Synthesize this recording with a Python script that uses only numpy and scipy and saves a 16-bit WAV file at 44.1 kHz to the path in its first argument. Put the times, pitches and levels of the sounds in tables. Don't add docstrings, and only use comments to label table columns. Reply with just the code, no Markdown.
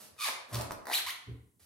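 import sys
import numpy as np
from scipy import signal
from scipy.fft import rfft, irfft, next_fast_len
from scipy.io import wavfile
from scipy.ndimage import map_coordinates

SR = 44100
rng = np.random.default_rng(int(sys.argv[2]) if len(sys.argv) > 2 else 0)


def generate_wav(signal):
    frames = np.transpose(np.atleast_2d(signal))
    scaled = np.clip(frames, -1, 1) * 32767
    pcm = np.round(scaled).astype(np.int16)
    wavfile.write(sys.argv[1], SR, pcm)


N = 72765
TOP_HZ = 15850


def amp(db):
    return 10 ** (np.asarray(db) / 20)


def unit_rms(x):
    return x / np.sqrt(np.mean(x ** 2) + 1e-20)


def clock():
    return np.arange(N) / SR


def curve_at(points, hz):
    freqs, values = np.transpose(points)
    return np.interp(np.log(hz + 1), np.log(freqs + 1), values)


def wobble(knots_per_s):
    knots = rng.standard_normal(int(N * knots_per_s / SR) + 4)
    return map_coordinates(knots, [clock() * knots_per_s])


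def filtered(x, response):
    size = next_fast_len(N + SR // 2)
    return irfft(rfft(x, size) * response(np.fft.rfftfreq(size, 1 / SR)), size)[..., :N]


def noise(eq, grain_db=0, grains_per_s=900):
    grains = rng.standard_normal(N) * amp(grain_db * np.tanh(wobble(grains_per_s)))
    return unit_rms(filtered(grains, lambda hz: amp(curve_at(eq, hz))))


def stereo_noise(eq, side_db):
    return noise(eq) + amp(side_db) * noise(eq) * np.array([[1], [-1]])


def stroke(start, rise, hold, fall):
    t = clock() - start
    return amp(-26 * np.maximum(0, np.maximum(1 - t / rise, (t - rise - hold) / fall)))


def swell(start, rise, t60):
    t = clock() - start
    return np.clip(t / rise, 0, 1) * amp(-60 * np.maximum(t - rise, 0) / t60)


def jolts(hits, crack_eq, body_eq, rise_s, t60_s):
    gains = np.array([amp(db) * swell(start, rise_s, t60_s) for start, db, _ in hits])
    body_gain = amp(np.transpose(hits)[2]) @ gains
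    return gains.sum(0) * noise(crack_eq) + body_gain * noise(body_eq)


# freq_hz, t60_s
ROOM_DECAY = [(150, 0.61), (500, 0.85), (1000, 0.66), (3000, 0.52), (5000, 0.46), (10000, 0.37),
              (15000, 0.17)]


def room(x, direct_db, wet_db, pan_db):
    build_s, bounce_db = 0.002, -14
    direct_s, bounce_s = [0, 0.000028], [0.0011, 0.0017]
    hz, t, spectrum = signal.stft(rng.standard_normal((2, int(SR * 0.8))), SR, nperseg=256)
    decay = amp(-60 * t / curve_at(ROOM_DECAY, hz)[:, None]) * (1 - np.exp(-t / build_s))
    tail = signal.istft(spectrum * decay, SR, nperseg=256)[1]
    tail /= np.linalg.norm(tail, axis=1, keepdims=True)
    wet = signal.fftconvolve(x[None], tail, axes=1)[:, :N]
    delay = lambda pair_s, f: np.exp(-2j * np.pi * np.outer(pair_s, f))
    near = filtered(x, lambda f: delay(direct_s, f) + amp(bounce_db) * delay(bounce_s, f))
    return amp(direct_db) * near * amp([[pan_db / 2], [-pan_db / 2]]) + amp(wet_db) * wet


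# freq_hz, gain_db
AIR_EQ = [(20, -21), (45, -24), (75, -3), (120, 7), (170, -2), (320, -4), (650, -20), (1500, -33.5),
          (5000, -25.5), (10000, -14.5), (15500, -23)]


def room_air():
    return amp(-74.5) * stereo_noise(AIR_EQ, side_db=-6)


# start_s, level_db
WEIGHT_SHIFTS = [(0.096, -65.5), (.16, -77), (0.599, -40), (.715, -53.5), (1.038, -61.5), (1.599, -63)]


def weight_shifts(pitch_hz=83, rise_s=0.04, t60_s=0.11):
    return sum(amp(db) * swell(start, rise_s, t60_s) * np.sin(2 * np.pi * pitch_hz * (clock() - start))
               for start, db in WEIGHT_SHIFTS)


# start_s, rise_s, hold_s, fall_s, rustle_db, scuff_db
RUB_STROKES = [(-.01, 0.012, 0.03, 0.1, -52.5, -66), (0.153, 0.032, 0.049, .02, -58, -83.5),
               (0.465, 0.03, .03, 0.038, -59, -59), (1.59, 0.0074, 0.066, .05, -64, -82.5)]
# freq_hz, gain_db
RUSTLE_EQ = [(30, -29), (200, 0), (1100, -4), (2500, -5.5), (5000, -1.5), (7500, -5), (10500, 1),
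             (13000, -0.5), (15500, -8.5)]
SCUFF_EQ = [(30, -37.5), (150, -4.5), (350, 3), (600, 5), (850, 0.5), (1200, -8.5), (1600, -10.5),
            (2500, -28), (6000, -45)]


def leather_rubs():
    out = np.zeros(N)
    for *timing, rustle_db, scuff_db in RUB_STROKES:
        rustle = amp(rustle_db) * noise(RUSTLE_EQ, grain_db=4.5)
        scuff = amp(scuff_db) * noise(SCUFF_EQ)
        out += stroke(*timing) * (rustle + scuff)
    return out


# start_s, rise_s, hold_s, fall_s, crunch_db, crackle_db
CRUSH_STROKES = [(0.491, 0.047, 0.082, 0.065, -40.5, -44), (0.704, 0.0069, 0.032, 0.017, -48.5, -70)]
# freq_hz, gain_db
CRUNCH_EQ = [(30, -46.5), (100, -3.5), (200, 0), (400, -6.5), (650, 5), (800, -5), (1050, 2), (1500, -8),
             (2500, -14.5), (6000, -55.5)]
CRACKLE_EQ = [(400, -29.5), (1500, -5.5), (2500, -1.5), (4600, 1), (7000, -1), (10500, 2), (13000, 1.5),
              (15500, -10.5)]


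def cardboard_crush():
    out = np.zeros(N)
    for *timing, crunch_db, crackle_db in CRUSH_STROKES:
        crunch = amp(crunch_db) * noise(CRUNCH_EQ)
        crackle = amp(crackle_db) * noise(CRACKLE_EQ, grain_db=10, grains_per_s=200)
        out += stroke(*timing) * (crunch + crackle)
    return out


# start_s, level_db, relative_body_db
SNAP_HITS = [(.538, -37, -6), (.5442, -28.5, -10), (.5548, -29, -10), (.568, -37, -6), (.611, -32, -4),
             (.7085, -42, 7), (.719, -35, 0)]
# freq_hz, gain_db
SNAP_EQ = [(100, -40.5), (400, -27), (1500, -5), (2500, 1.5), (4600, 4), (7000, -1.5), (10500, -0.5),
           (13000, 1), (15500, 2.5)]


def cardboard_snaps():
    return jolts(SNAP_HITS, SNAP_EQ, CRUNCH_EQ, rise_s=0.00039, t60_s=0.018)


# start_s, boom_db, thud_db
HEEL_HITS = [(.515, -36, -45), (1.263, -42.5, -47.5)]
# pitch_hz, gain_db, rise_s, t60_s
HEEL_MODES = [(118.2, 5, 0.056, 0.32), (78, -9, 0.1, 0.22), (65, -14, 0.082, 0.56)]
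# freq_hz, gain_db
THUD_EQ = [(40, -28), (70, 10), (200, -3), (290, -1), (350, -6.5), (440, -2.5), (560, -22), (900, -34),
           (3000, -51.5)]


def heel_falls():
    out = np.zeros((2, N))
    for start, boom_db, thud_db in HEEL_HITS:
        boom = sum(amp(db) * swell(start, rise, t60) * np.sin(2 * np.pi * hz * (clock() - start))
                   for hz, db, rise, t60 in HEEL_MODES)
        thud = swell(start, rise=0.031, t60=0.54) * stereo_noise(THUD_EQ, side_db=-8.5)
        out += amp(boom_db) * boom + amp(thud_db) * thud
    return out


# start_s, level_db, relative_body_db
CREAK_HITS = [(0.164, -57.5, -5.5), (0.277, -51, -2), (0.2857, -30.5, -15), (.293, -46, 6.5),
              (0.8545, -40.5, -16.5), (0.869, -33.5, -18.5), (.878, -40, -14.5), (.884, -39.5, -4.5),
              (.889, -38.5, -16), (0.895, -39.5, -8.5), (.899, -34.5, -5.5), (0.905, -41.5, -12.5),
              (0.91, -38, -11.5), (.914, -33.5, -10)]
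# freq_hz, gain_db
CREAK_EQ = [(30, -67), (150, -42), (350, -11), (550, 1), (850, 6.5), (1250, -2), (1950, 3), (2500, -21),
            (3000, -26), (3800, -6.5), (7000, -17), (10500, -10.5), (15500, -10)]
SHAFT_EQ = [(30, -45), (100, -25), (170, -18.5), (300, -5), (470, -4.5), (700, -2.5), (1500, -21),
            (4000, -42)]


def leather_creaks(low_cut_hz=221):
    jerks = jolts(CREAK_HITS, CREAK_EQ, SHAFT_EQ, rise_s=0.0008, t60_s=0.018)
    return signal.sosfilt(signal.butter(4, low_cut_hz, "highpass", fs=SR, output="sos"), jerks)


# time_s, pitch_hz
SQUEAK_GLIDES = [
    [(.18, 1280), (.198, 1210), (.214, 1170), (.231, 1255), (.248, 1090), (.260, 920), (.272, 640),
     (.292, 450)],
    [(.905, 750), (.918, 1100), (.926, 1850), (.931, 2000), (.942, 3150), (.951, 4100), (.961, 4350),
     (.976, 3450), (.988, 1650), (1.003, 1200)],
    [(1.056, 900), (1.066, 930), (1.081, 1170), (1.092, 1700), (1.102, 2200), (1.108, 3400), (1.118, 3500)],
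]
# time_s, level_db
SQUEAK_FORCES = [
    [(.18, -64), (.198, -46.5), (.222, -41), (.24, -40), (.255, -37), (.272, -42), (.282, -42),
     (.292, -44.5)],
    [(.905, -49), (.921, -43), (.929, -31.5), (.937, -34), (.949, -29), (.962, -34.5), (.976, -35.5),
     (.988, -39.5), (1.003, -43.5)],
    [(1.056, -64), (1.065, -40.5), (1.081, -39), (1.095, -41.5), (1.108, -33.5), (1.118, -74.5)],
]
# tilt_db_per_octave, hiss_db, wet_db, pan_db
SQUEAK_VOICES = [(-1, 0.5, 2.5, -0.5), (1, -7.5, -0.5, 1), (0, -8.5, -2, -1.5)]
# freq_hz, gain_db
SLIP_EQ = [(300, -17.5), (600, -7), (1100, 3), (1500, -2.5), (2100, 4.5), (3000, -1.5), (4100, 0),
           (5500, -9.5), (8000, -13), (12000, -5), (15500, -11)]
HISS_EQ = [(30, -85), (150, -48.5), (600, -33.5), (1100, -3), (2200, -6.5), (4200, 1.5), (5500, -3),
           (7500, -6), (11000, -1), (13500, -11), (15500, -10)]


def leather_squeak(glide, effort, tilt_db_per_octave, hiss_db, wet_db, pan_db):
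    regular_hz, shimmer_db = 1200, 4
    t = clock()
    sounding = (t > glide[0][0]) & (t < glide[-1][0])
    glide_hz = np.interp(t, *np.transpose(glide))
    jitter = 0.022 * np.maximum(regular_hz / glide_hz, 1) ** 3
    pitch_hz = glide_hz * np.exp(jitter * wobble(1100))
    phase = 2 * np.pi * np.cumsum(pitch_hz) / SR
    harmonics = np.arange(1, 41)[:, None]
    partial_hz = harmonics * pitch_hz[sounding]
    gains = amp(curve_at(SLIP_EQ, partial_hz) + tilt_db_per_octave * np.log2(harmonics))
    gains *= partial_hz < TOP_HZ
    partials = np.sin(harmonics * phase[sounding] + rng.uniform(0, 2 * np.pi, harmonics.shape))
    slips = np.zeros(N)
    slips[sounding] = (gains * partials).sum(0) / np.sqrt((gains ** 2).sum(0) / 2)
    puffs = rng.standard_normal(N) * (1 + np.cos(phase))
    hiss = amp(hiss_db) * unit_rms(filtered(puffs, lambda hz: amp(curve_at(HISS_EQ, hz))))
    force = sounding * amp(np.interp(t, *np.transpose(effort)) + shimmer_db * np.tanh(wobble(350)))
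    return room(force * slips, 0, wet_db, pan_db) + room(force * hiss, 0, wet_db, pan_db)


def scene():
    squeaks = sum(leather_squeak(glide, effort, *voice)
                  for glide, effort, voice in zip(SQUEAK_GLIDES, SQUEAK_FORCES, SQUEAK_VOICES))
    crush = room(cardboard_crush(), direct_db=-4, wet_db=-3.5, pan_db=1.5)
    snaps = room(cardboard_snaps(), direct_db=0, wet_db=-3, pan_db=-2)
    creaks = room(leather_creaks(), direct_db=0, wet_db=-2, pan_db=-1)
    rubs = room(leather_rubs(), direct_db=-2, wet_db=0.5, pan_db=-4.5)
    return squeaks + crush + snaps + creaks + rubs + heel_falls() + weight_shifts() + room_air()


def record(dry):
    return filtered(dry, lambda hz: hz < TOP_HZ)


dry = scene()
out = record(dry)
generate_wav(out)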